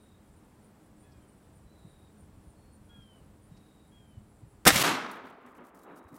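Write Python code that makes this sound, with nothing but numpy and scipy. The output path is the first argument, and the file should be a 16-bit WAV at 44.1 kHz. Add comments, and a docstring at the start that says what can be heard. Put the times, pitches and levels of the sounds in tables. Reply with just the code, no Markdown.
"""Muzzleloader shot in a wooded valley

A breeze, a far hum, insects, birds and soft bumps of the hand on the camera are all filtered noise or sines.
The cap snaps and the charge booms in bursts of shaped noise; decaying sines give it a ringing colour.
The yard scatters the blast as swelling noise; the wooded hills roll it back as noise that grows duller.
Grainy noise makes clothes rustle as the camera swings round; the gain ducks at the shot and slowly recovers."""
import sys
import numpy as np
from scipy import signal
from scipy.fft import rfft, irfft, next_fast_len
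from scipy.io import wavfile
from scipy.ndimage import uniform_filter1d, map_coordinates

SR = 44100
rng = np.random.default_rng(int(sys.argv[2]) if len(sys.argv) > 2 else 0)


def wav_record(signal):
    """Record a signal, one row per channel, as 16-bit PCM in the file named by sys.argv[1]."""
    frames = np.transpose(np.atleast_2d(signal))
    bounded = np.clip(frames, -1, 1)
    # unit amplitude maps onto the largest positive 16-bit level
    quanta = np.round(bounded * 32767).astype(np.int16)
    wavfile.write(sys.argv[1], SR, quanta)


N = 272538
T = np.arange(N) / SR
DUCK_DB = 16  # the shot's lift over the quiet valley, and the most that the gain control takes away


def amp(db):
    """Level to gain: 20 dB is a factor of ten in amplitude."""
    return 10 ** (np.asarray(db) / 20)


def unit(x):
    """Normalisation: scale a signal to rms 1."""
    return x / np.sqrt(np.mean(x ** 2) + 1e-20)


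def along(points, hz):
    """Interpolation: read (Hz, value) points on a logarithmic frequency axis."""
    f, v = np.transpose(points)
    return np.interp(np.log(hz + 1), np.log(f + 1), v)


def wobble(rate):
    """Slow random modulation: a smooth curve through random knots, rate of them a second."""
    knots = rng.standard_normal(int(N * rate / SR) + 4)
    return map_coordinates(knots, [T * rate])


def filtered(x, response):
    """Linear filtering: multiply the spectrum of x by a response of frequency."""
    m = next_fast_len(len(x) + 8192)  # padded so that the ends do not wrap
    return irfft(rfft(x, m) * response(np.fft.rfftfreq(m, 1 / SR)), m)[:len(x)]


def noise(response, size=N):
    """Random-phase synthesis: noise of rms 1 with the given gain over frequency."""
    hz = np.fft.rfftfreq(size, 1 / SR)
    phases = np.exp(2j * np.pi * rng.random(len(hz)))
    return unit(irfft(response(hz) * phases, size))


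def coloured(spectrum):
    """Coloured noise: about rms 1, its spectrum drawn through (Hz, dB) points."""
    return noise(lambda hz: amp(along(spectrum, hz)), size=next_fast_len(N))[:N]


def add(track, s, x):
    """Superposition: mix x into the track from time s, cut at the track's ends."""
    i = round(s * SR)
    x = x[max(-i, 0):max(N - i, 0)]
    track[max(i, 0):][:len(x)] += x


def swell(u, edge):
    """Amplitude envelope: a note's outline over u = 0..1, with soft ends."""
    return np.clip(np.minimum(u, 1 - u) / edge, 0, 1)


def ringing(modes, attack):
    """Modal synthesis: a sum of decaying sines from (Hz, dB, t60) rows."""
    t = np.arange(SR // 2) / SR
    ring = sum(amp(db - 60 * t / t60) * np.sin(2 * np.pi * (hz * t + rng.random()))
               for hz, db, t60 in modes)
    return ring * (1 - np.exp(-t / attack))


def rasp(centre_hz, width_hz, half):
    """Narrow-band noise burst: a hoarse note that peaks a tenth of a second in."""
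    t = np.arange(-SR // 10, SR // 10) / SR
    band = noise(lambda hz: np.exp(-((hz - centre_hz) / width_hz) ** 2), size=len(t))
    return np.exp(-(t / half) ** 2) * band


def above(corner_hz, hz):
    """High-pass response: gain falls steeply below the corner."""
    return 1 / np.sqrt(1 + (corner_hz / (hz + 1)) ** 6)


def surge(s, rise, t60):
    """Energy decay: the power of a return that swells up to time s, then dies exponentially."""
    return np.exp(-(np.minimum(T - s, 0) / rise) ** 2) * amp(-120 * np.maximum(T - s, 0) / t60)


def air():
    """Broadband flow noise: a breeze, a draught rumbling on the microphone and a wavering far hum."""
    # Spectrum of moving air. Each row: frequency in Hz, relative density in dB per Hz.
    air_spectrum = [(13, -32.5), (22, -1.5), (80, 5.5), (194, -2), (249, -5), (302, -6), (356, -9.5),
                    (935, -16.5), (2740, -30), (6620, -36), (8490, -35), (9480, -33.5), (10900, -37.5),
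                    (14700, -37), (16000, -40)]
    # Tones of a far machine. Each row: frequency in Hz, mean level in dB.
    hum_tones = [(208, -68), (310, -72), (412, -77.5)]
    breeze_db, easing_db_per_s = -61.1, .25  # the breeze slowly dies down
    draught_db, calm_db = -60.5, -3.3
    draught_start_s, draught_rise_s = .7, 0.23  # the draught picks up from a calmer start
    breeze_level = amp(breeze_db - easing_db_per_s * T + .4 * wobble(2) + 0.41 * wobble(12))
    rush = breeze_level * unit(filtered(coloured(air_spectrum), lambda hz: above(170, hz)))
    low_band = lambda hz: above(30, hz) / np.sqrt(1 + (hz / 170) ** 6)
    draught = unit(filtered(coloured(air_spectrum), low_band))
    calm = np.clip(1 - (T - draught_start_s) / draught_rise_s, 0, 1)
    hum = sum(amp(db + 0.84 * wobble(4.9)) * noise(lambda f: np.exp(-((f - hz) / 8) ** 2))
              for hz, db in hum_tones)
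    return rush + amp(draught_db + calm_db * calm + 1.4 * wobble(9.2)) * draught + hum


def insects():
    """Stridulation: katydid rasps, a pulsed cricket tone and a blurred chorus, silenced by the shot."""
    # Rasps of the nearest katydid. Each row: centre in seconds, level in dB at the peak.
    near_rasps = [(.03, -73), (.36, -73), (.65, -72), (1.019, -70.5), (1.3, -72), (1.575, -71.5),
                  (1.9, -72), (2.205, -69), (2.5, -70), (2.75, -69.5), (3.18, -74.5), (3.44, -74)]
    # Spectrum of the far insects. Each row: frequency in Hz, relative density in dB per Hz.
    chorus_spectrum = [(6500, -38.5), (7200, -3), (8000, -7.5), (8600, -10), (9500, -2), (10100, -15),
                       (10800, -40.5)]
    shot_s = 4.653
    rasp_hz, rasp_width_hz, rasp_half_s = 9150, 300, .03
    # a second katydid keeps a steady beat that slows a little as its pitch creeps up
    beat_start_s, beat_s, beat_slowing_s = .07, .193, .00042
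    beat_hz, beat_rise_hz_per_s, beat_db, beat_growth_db_per_s = 9750, 65, -80.5, .9
    far_katydid_hz, far_katydid_db = 9550, -79.5
    cricket_hz, cricket_strokes_per_s, cricket_base_db = 7980, 19.5, -79.5
    bout_s, bout_half_s, bout_db = 1.3, 0.44, 5  # the cricket sings louder for a while
    out = np.zeros(N)
    for s, db in near_rasps:
        add(out, s - .1, amp(db) * rasp(rasp_hz, rasp_width_hz, rasp_half_s))
    beats = np.arange(24)
    for s in beat_start_s + beat_s * beats + beat_slowing_s * beats ** 2:
        level = amp(beat_db + beat_growth_db_per_s * s)
        add(out, s - .1, level * rasp(beat_hz + beat_rise_hz_per_s * s, rasp_width_hz, rasp_half_s))
    # farther katydids fill the gaps at random
    for when, distance, pitch in rng.random(size=(50, 3)):
        far = rasp(far_katydid_hz + 500 * (pitch - .5), width_hz=140, half=.028)
        add(out, when * shot_s, amp(far_katydid_db - 4.4 * distance) * far)
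    strokes = np.sin(np.pi * np.cumsum(cricket_strokes_per_s + .3 * wobble(2)) / SR) ** 4
    cricket_db = cricket_base_db + bout_db * np.exp(-((T - bout_s) / bout_half_s) ** 2)
    wing = np.sin(2 * np.pi * np.cumsum(cricket_hz + 55 * wobble(400)) / SR)
    chorus = amp(-81.5 + 1.5 * wobble(16)) * coloured(chorus_spectrum)
    silencing = np.clip(1 - (T - shot_s) / .2, 0, 1)
    return (out + amp(cricket_db) * strokes * wing + chorus) * silencing


def birds():
    """Frequency modulation: jay cries, buzzy whistles and hoarse chips, with a soft answer from the trees."""
    # Falling cries of a jay. Each row: start in seconds, length in seconds, top pitch in Hz, end pitch
    # in Hz (both of the unsounded fundamental), levels of harmonics 2, 3 and 4 in dB, fade in dB.
    jay_cries = [(1.021, .32, 856, 722, -74, -75, -77, 8), (2.89, .315, 830, 730, -73, -80, -59.5, 11),
                 (3.91, .305, 823, 730, -79, -79, -65, 11)]
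    # A cry arches, then drops. Each row: share of its length (0-1), share of its drop (0-1).
    fall_shape = [(0, .15), (.1, 0), (.28, .1), (.68, .6), (1, 1)]
    # Whistles of songbirds. Each row: start in seconds, length in seconds, start pitch in Hz,
    # end pitch in Hz, relative level in dB, buzz share (0-1).
    whistles = [(-.1, 0.29, 3830, 3770, -74, 0.75), (1.648, 0.28, 4030, 3970, -76, 0.62),
                (1.745, 0.38, 3850, 3800, -73, 0.73), (2.548, 0.24, 4330, 4380, -80, 0.32),
                (2.881, 0.133, 1435, 1390, -71, 0.22), (3.498, 0.4, 3840, 3820, -74, 0.67),
                (5.78, 0.41, 3890, 3865, -64.5, 0.7)]
    # Short chip notes. Each row: centre in seconds, level in dB, pitch in Hz, width in Hz.
    chips = [(1.125, -69, 5000, 800), (3.03, -79, 5200, 701), (3.574, -67.5, 4500, 3200)]
    trill_hz, waver_hz, sag_hz = 36, 115, 150  # waver and sag at full buzz
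    out = np.zeros(N)
    for s, length, top_hz, end_hz, *levels, fade_db in jay_cries:
        u = np.linspace(0, 1, int(length * SR))
        fall = np.interp(u, *np.transpose(fall_shape))
        pitch = top_hz + (end_hz - top_hz) * fall + 3.6 * wobble(265)[:len(u)]
        phase = 2 * np.pi * np.cumsum(pitch) / SR
        voice = sum(amp(db + 2.4 * wobble(28.5)[:len(u)]) * np.sin(k * phase)
                    for k, db in enumerate(levels, 2))
        add(out, s, voice * swell(u, 0.065) * amp(-fade_db * u))
    for s, length, start_hz, end_hz, db, buzz in whistles:
        u, buzz = np.linspace(0, 1, int(length * SR)), np.clip(buzz, 0, 1)
        dips = buzz * np.sin(np.pi * trill_hz * length * u) ** 4
        # between the beats of the trill both pitch and level sag
        waver = waver_hz * buzz * wobble(600)[:len(u)] - sag_hz * dips
        pitch = start_hz + (end_hz - start_hz) * u + waver
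        tone = np.sin(2 * np.pi * np.cumsum(pitch) / SR)
        add(out, s, amp(db + 1.5) * (1 - dips) * swell(u, 0.11) * tone)
    for s, db, hz, width_hz in chips:
        add(out, s - .1, amp(db) * rasp(hz, width_hz, half=.009))
    t = np.arange(SR // 2) / SR
    tail = rng.standard_normal(len(t)) * amp(-60 * t / .5)
    return out + amp(-10) * signal.fftconvolve(out, tail / np.linalg.norm(tail))[:N]


def bumps():
    """Damped impulse: each shift of the hand on the camera gives a few low cycles."""
    # Soft bumps. Each row: centre in seconds, envelope peak in dB, frequency in Hz.
    bump_rows = [(1.181, -51, 75), (1.66, -51, 55), (1.853, -41.5, 166), (1.875, -47, 130),
                 (2.232, -50, 73.6), (2.382, -45, 91), (2.47, -45.5, 173), (2.484, -46, 64.6),
                 (2.99, -45.5, 151), (3.523, -42, 152), (4.181, -37, 101), (4.438, -40.5, 111),
                 (6.062, -35, 84), (6.133, -32, 152)]
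    edge_cycles = 0.82  # from a bump's peak to 1/e of it
    out, t = np.zeros(N), np.arange(-SR // 10, SR // 10) / SR
    for s, db, hz in bump_rows:
        envelope = amp(db) * np.exp(-(t * hz / edge_cycles) ** 2)
        add(out, s + t[0], envelope * np.sin(2 * np.pi * (hz * t + rng.random())))
    return out


def sleeve():
    """Stick-slip friction: cloth slides in grainy strokes and creases let go in small bursts."""
    # Spectrum of rubbing cloth. Each row: frequency in Hz, relative density in dB per Hz.
    cloth_spectrum = [(1500, -19), (4000, -6.5), (6000, -4.5), (8500, -2), (11000, -3.5), (15500, -4.5)]
    # Strokes of a sliding sleeve. Each row: start in seconds, length in seconds, relative level in dB.
    strokes = [(5.1, 0.083, -67), (5.245, .075, -74.5), (5.46, .075, -81), (5.54, .05, -71),
               (5.643, 0.062, -73), (5.742, 0.12, -75), (5.954, 0.047, -68.5), (6.028, .02, -82),
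               (6.078, 0.072, -77), (6.137, .05, -65)]
    # Creases letting go. Each row: start in seconds, relative peak in dB.
    creases = [(5.1138, -37.5), (5.25, -57), (5.463, -59), (5.6396, -53), (5.7474, -47.5), (5.8327, -57),
               (5.9599, -56), (5.9768, -54), (6.0821, -59), (6.1533, -52)]
    crease_db, crease_t60_s, rest_db = -12.5, .03, -85
    drive = amp(rest_db) * (T > strokes[0][0])
    for s, length, db in strokes:
        add(drive, s, amp(db) * swell(np.linspace(0, 1, int(length * SR)), 0.18))
    t = np.arange(SR // 8) / SR
    for s, db in creases:
        add(drive, s, amp(db + crease_db - 60 * t / crease_t60_s))
    slips = amp(3 * wobble(500) + 2.5 * wobble(110))
    return drive * unit(coloured(cloth_spectrum) * slips)


def hills():
    """Echo and absorption: slopes return a roar and a low boom; longer paths through air lose more treble."""
    # Colour of the nearest trees' echo. 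Each row: frequency in Hz, relative density in dB per Hz.
    woods_spectrum = [(210, -38), (350, -5), (522, -7.5), (844, -4.5), (1260, -1), (1360, -3), (2500, -9),
                      (3790, -12), (4240, -15), (5840, -17.5), (14500, -28.5), (16000, -45)]
    # Colour of the low boom. Each row: frequency in Hz, relative density in dB per Hz.
    boom_spectrum = [(30, -48), (80, -20), (135, -10), (170, 0), (205, -0.5), (255, 7), (330, -0.5),
                     (430, -15.5), (700, -47)]
    # Echoes from the wooded slopes. Each row: arrival in seconds, roar and boom in relative dB,
    # rise in seconds, roar t60 in seconds.
    echoes = [(4.84, -25.5, -39, .004, 0.77), (4.884, -34.5, -31, 0.025, 0.64),
              (5.08, -45, -47.5, .08, 1.47), (5.26, -60, -54.5, .04, 0.68), (5.46, -57, -58.5, 0.027, 1.14),
              (5.605, -56, -56, .035, 1.08), (5.765, -60.5, -60.5, 0.028, 1.4),
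              (5.875, -53.5, -59, 0.02, 1.3), (5.945, -62, -54, 0.036, .9), (6.16, -59.5, -55, 0.045, .8)]
    boom_life = .65  # the boom's t60 as a share of the roar's
    # the far echoes' loss at 1 kHz, its growth with pitch, and how soon it sets in
    hill_loss_db, loss_power, path_s = 13.5, .8, 0.79
    roar_power = sum(amp(db) ** 2 * surge(s, rise, t60) for s, db, _, rise, t60 in echoes)
    boom_power = sum(amp(db) ** 2 * surge(s, rise, boom_life * t60) for s, _, db, rise, t60 in echoes)
    hz, t, z = signal.stft(coloured(woods_spectrum), SR, nperseg=512)
    # the loss grows with time, then levels off, so late echoes stay dull without vanishing
    path = np.tanh(np.maximum(t - 4.88, -.05) / path_s)
    loss_db = hill_loss_db * path * (hz[:, None] / 1000) ** loss_power
    # random patches over time and frequency roughen the roar
    patch_db = 1.6 * unit(uniform_filter1d(rng.standard_normal(z.shape), size=8, axis=0))
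    far = signal.istft(z * amp(patch_db - np.minimum(loss_db, 90)), SR, nperseg=512)[1][:N]
    # the roar's level is that of its middle band
    middle = filtered(far, lambda f: (f > 500) & (f < 2500))
    far = far / np.sqrt(np.abs(uniform_filter1d(middle ** 2, size=3000)) + 1e-12)
    roar = np.sqrt(roar_power) * far * amp(1.1 * wobble(200))
    boom = np.sqrt(boom_power) * coloured(boom_spectrum)
    arrival = np.clip((T - echoes[0][0]) / .003 + 2, 0, 1)  # opens just ahead of the first echo
    return (roar + boom) * arrival


def yard():
    """Diffuse scattering: countless twigs and leaves nearby each return a small copy; a brief lull follows."""
    # Colour of the shrubs' scatter. Each row: frequency in Hz, relative density in dB per Hz.
    shrub_spectrum = [(21, -44), (35, -12.5), (60, -17.5), (171, -3.5), (227, -3.5), (258, -10), (351, -10),
                      (431, -12), (602, -7.5), (667, -13.5), (1000, -10), (2870, -9.5), (4800, -14),
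                      (11500, -19), (16000, -25)]
    # Strong returns from things in the yard. Each row: peak time in seconds, relative level in dB.
    returns = [(4.747, -30), (4.762, -20.5), (4.816, -24.5)]
    return_rise_s, return_t60_s = .005, .05
    # the scatter grows as the blast reaches more shrubs, then drops abruptly
    start_s, end_s = 4.68, 4.8275
    start_db, growth_db_per_s, cut_db, t60_s = -31, 46, 10, 0.085
    bed = amp(start_db + growth_db_per_s * (np.minimum(T, end_s) - start_s))
    power = bed ** 2 + sum(amp(db) ** 2 * surge(s, return_rise_s, return_t60_s) for s, db in returns)
    after = np.maximum(T - end_s, 0)
    fade_db = -cut_db * np.minimum(after / 0.0021, 1) - 60 * after / t60_s
    scatter = filtered(coloured(shrub_spectrum), lambda hz: above(130, hz))
    return np.sqrt(power) * amp(fade_db + 1.4 * wobble(400)) * scatter * (T > start_s)


def blast():
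    """Impulsive excitation: cap, first gas spit and main fronts as noise bursts, with a ringing colour."""
    # Pressure fronts at the porch. Each row: start in seconds, relative level in dB, t60 in seconds,
    # treble corner in Hz.
    fronts = [(4.6531, -21, 0.013, 14000), (4.6569, -21.5, 0.01, 16000), (4.6593, -25, 0.018, 16000),
              (4.663, -15.5, 0.035, 1500), (4.6650, -21.5, .02, 14000), (4.6677, -14, .02, 13030),
              (4.6674, -9.5, 0.021, 3000), (4.6712, -9, 0.0093, 24000), (4.6744, -9, 0.016, 1800),
              (4.6753, -7.5, 0.068, 20000), (4.6876, -16, 0.073, 6015), (4.704, -16.5, 0.042, 5000)]
    # Colour of the fronts. Each row: frequency in Hz, relative density in dB per Hz.
    blast_spectrum = [(24, -50), (40, -20), (200, -7), (300, 1), (350, -2.5), (390, -16.5), (470, -7.5),
                      (560, -8.5), (763, -6.5), (940, -14), (1250, -6), (1840, -3), (3200, -12),
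                      (3640, -4.5), (4200, -10.5), (5400, -6), (7010, -12.5), (8360, -4.5), (9800, -11),
                      (15300, -8), (16500, -36.5)]
    # Decaying sines that give the blast a ringing colour. Each row: frequency in Hz,
    # relative level in dB, t60 in seconds.
    ring_sines = [(300.2, 7, 0.1), (482, -2.5, .16), (784.6, 2.5, 0.18), (1234, 3, 0.15), (1353, 1, .14),
                  (1635, -3, .14), (1822, -2, 0.16), (1930, 2.5, .14), (2062, -3.5, 0.13), (2121, 1.5, .13),
                  (2820, -1.5, 0.19), (3073, -4, 0.12), (3530, 0, 0.14), (4856, -5.5, .12), (5509, -2, .1),
                  (6320, -6, .11), (8553, -2, 0.069)]
    # Low modes of the deck. Each row: frequency in Hz, relative level in dB, t60 in seconds.
    deck_modes = [(34.96, -13, .28), (62.6, -10, 0.36), (89.5, -4, .34), (127.5, -4.5, 0.65),
                  (169, -7, 0.55)]
    out, t = np.zeros(N), np.arange(8192) / SR
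    for s, db, t60, corner_hz in fronts:
        treble_cut = lambda hz: 1 / np.sqrt(1 + (hz / corner_hz) ** 4)
        shape = lambda hz: amp(along(blast_spectrum, hz)) * treble_cut(hz) * above(140, hz)
        add(out, s, amp(db - 60 * t / t60) * noise(shape, size=len(t)))
    add(out, 4.6695, amp(-22.5) * ringing(ring_sines, attack=0.00098))
    add(out, 4.7, amp(-27) * ringing(deck_modes, attack=.014))  # the heavy boards are slow to move
    return out


def scene():
    """Superposition: the shot and what follows it are lifted far above the quiet valley."""
    loud = blast() + yard() + hills() + sleeve()
    quiet = air() + birds() + insects() + bumps()
    return (amp(DUCK_DB) * loud + quiet)[None]


def record(dry):
    """Dynamic compression: gain ducks at once and recovers slowly; peaks are rounded, the band limited."""
    threshold_db, recovery_db_per_s = -32.5, 1.0
    ceiling, top_hz = .92, 16000
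    x = dry[0]
    level_db = 10 * np.log10(np.abs(uniform_filter1d(x ** 2, size=64)) + 1e-12)
    recovery_db = recovery_db_per_s * T
    wanted_db = np.clip(level_db - threshold_db, 0, DUCK_DB)
    # a running maximum on a sloping scale holds each duck and lets it recover in a straight line
    duck_db = np.maximum.accumulate(wanted_db + recovery_db) - recovery_db
    x = x * amp(-duck_db)
    x = x / (1 + np.abs(x / ceiling) ** 6) ** (1 / 6)
    return filtered(x, lambda hz: 1 / np.sqrt(1 + (hz / top_hz) ** 160))[None]


dry = scene()
out = record(dry)
wav_record(out)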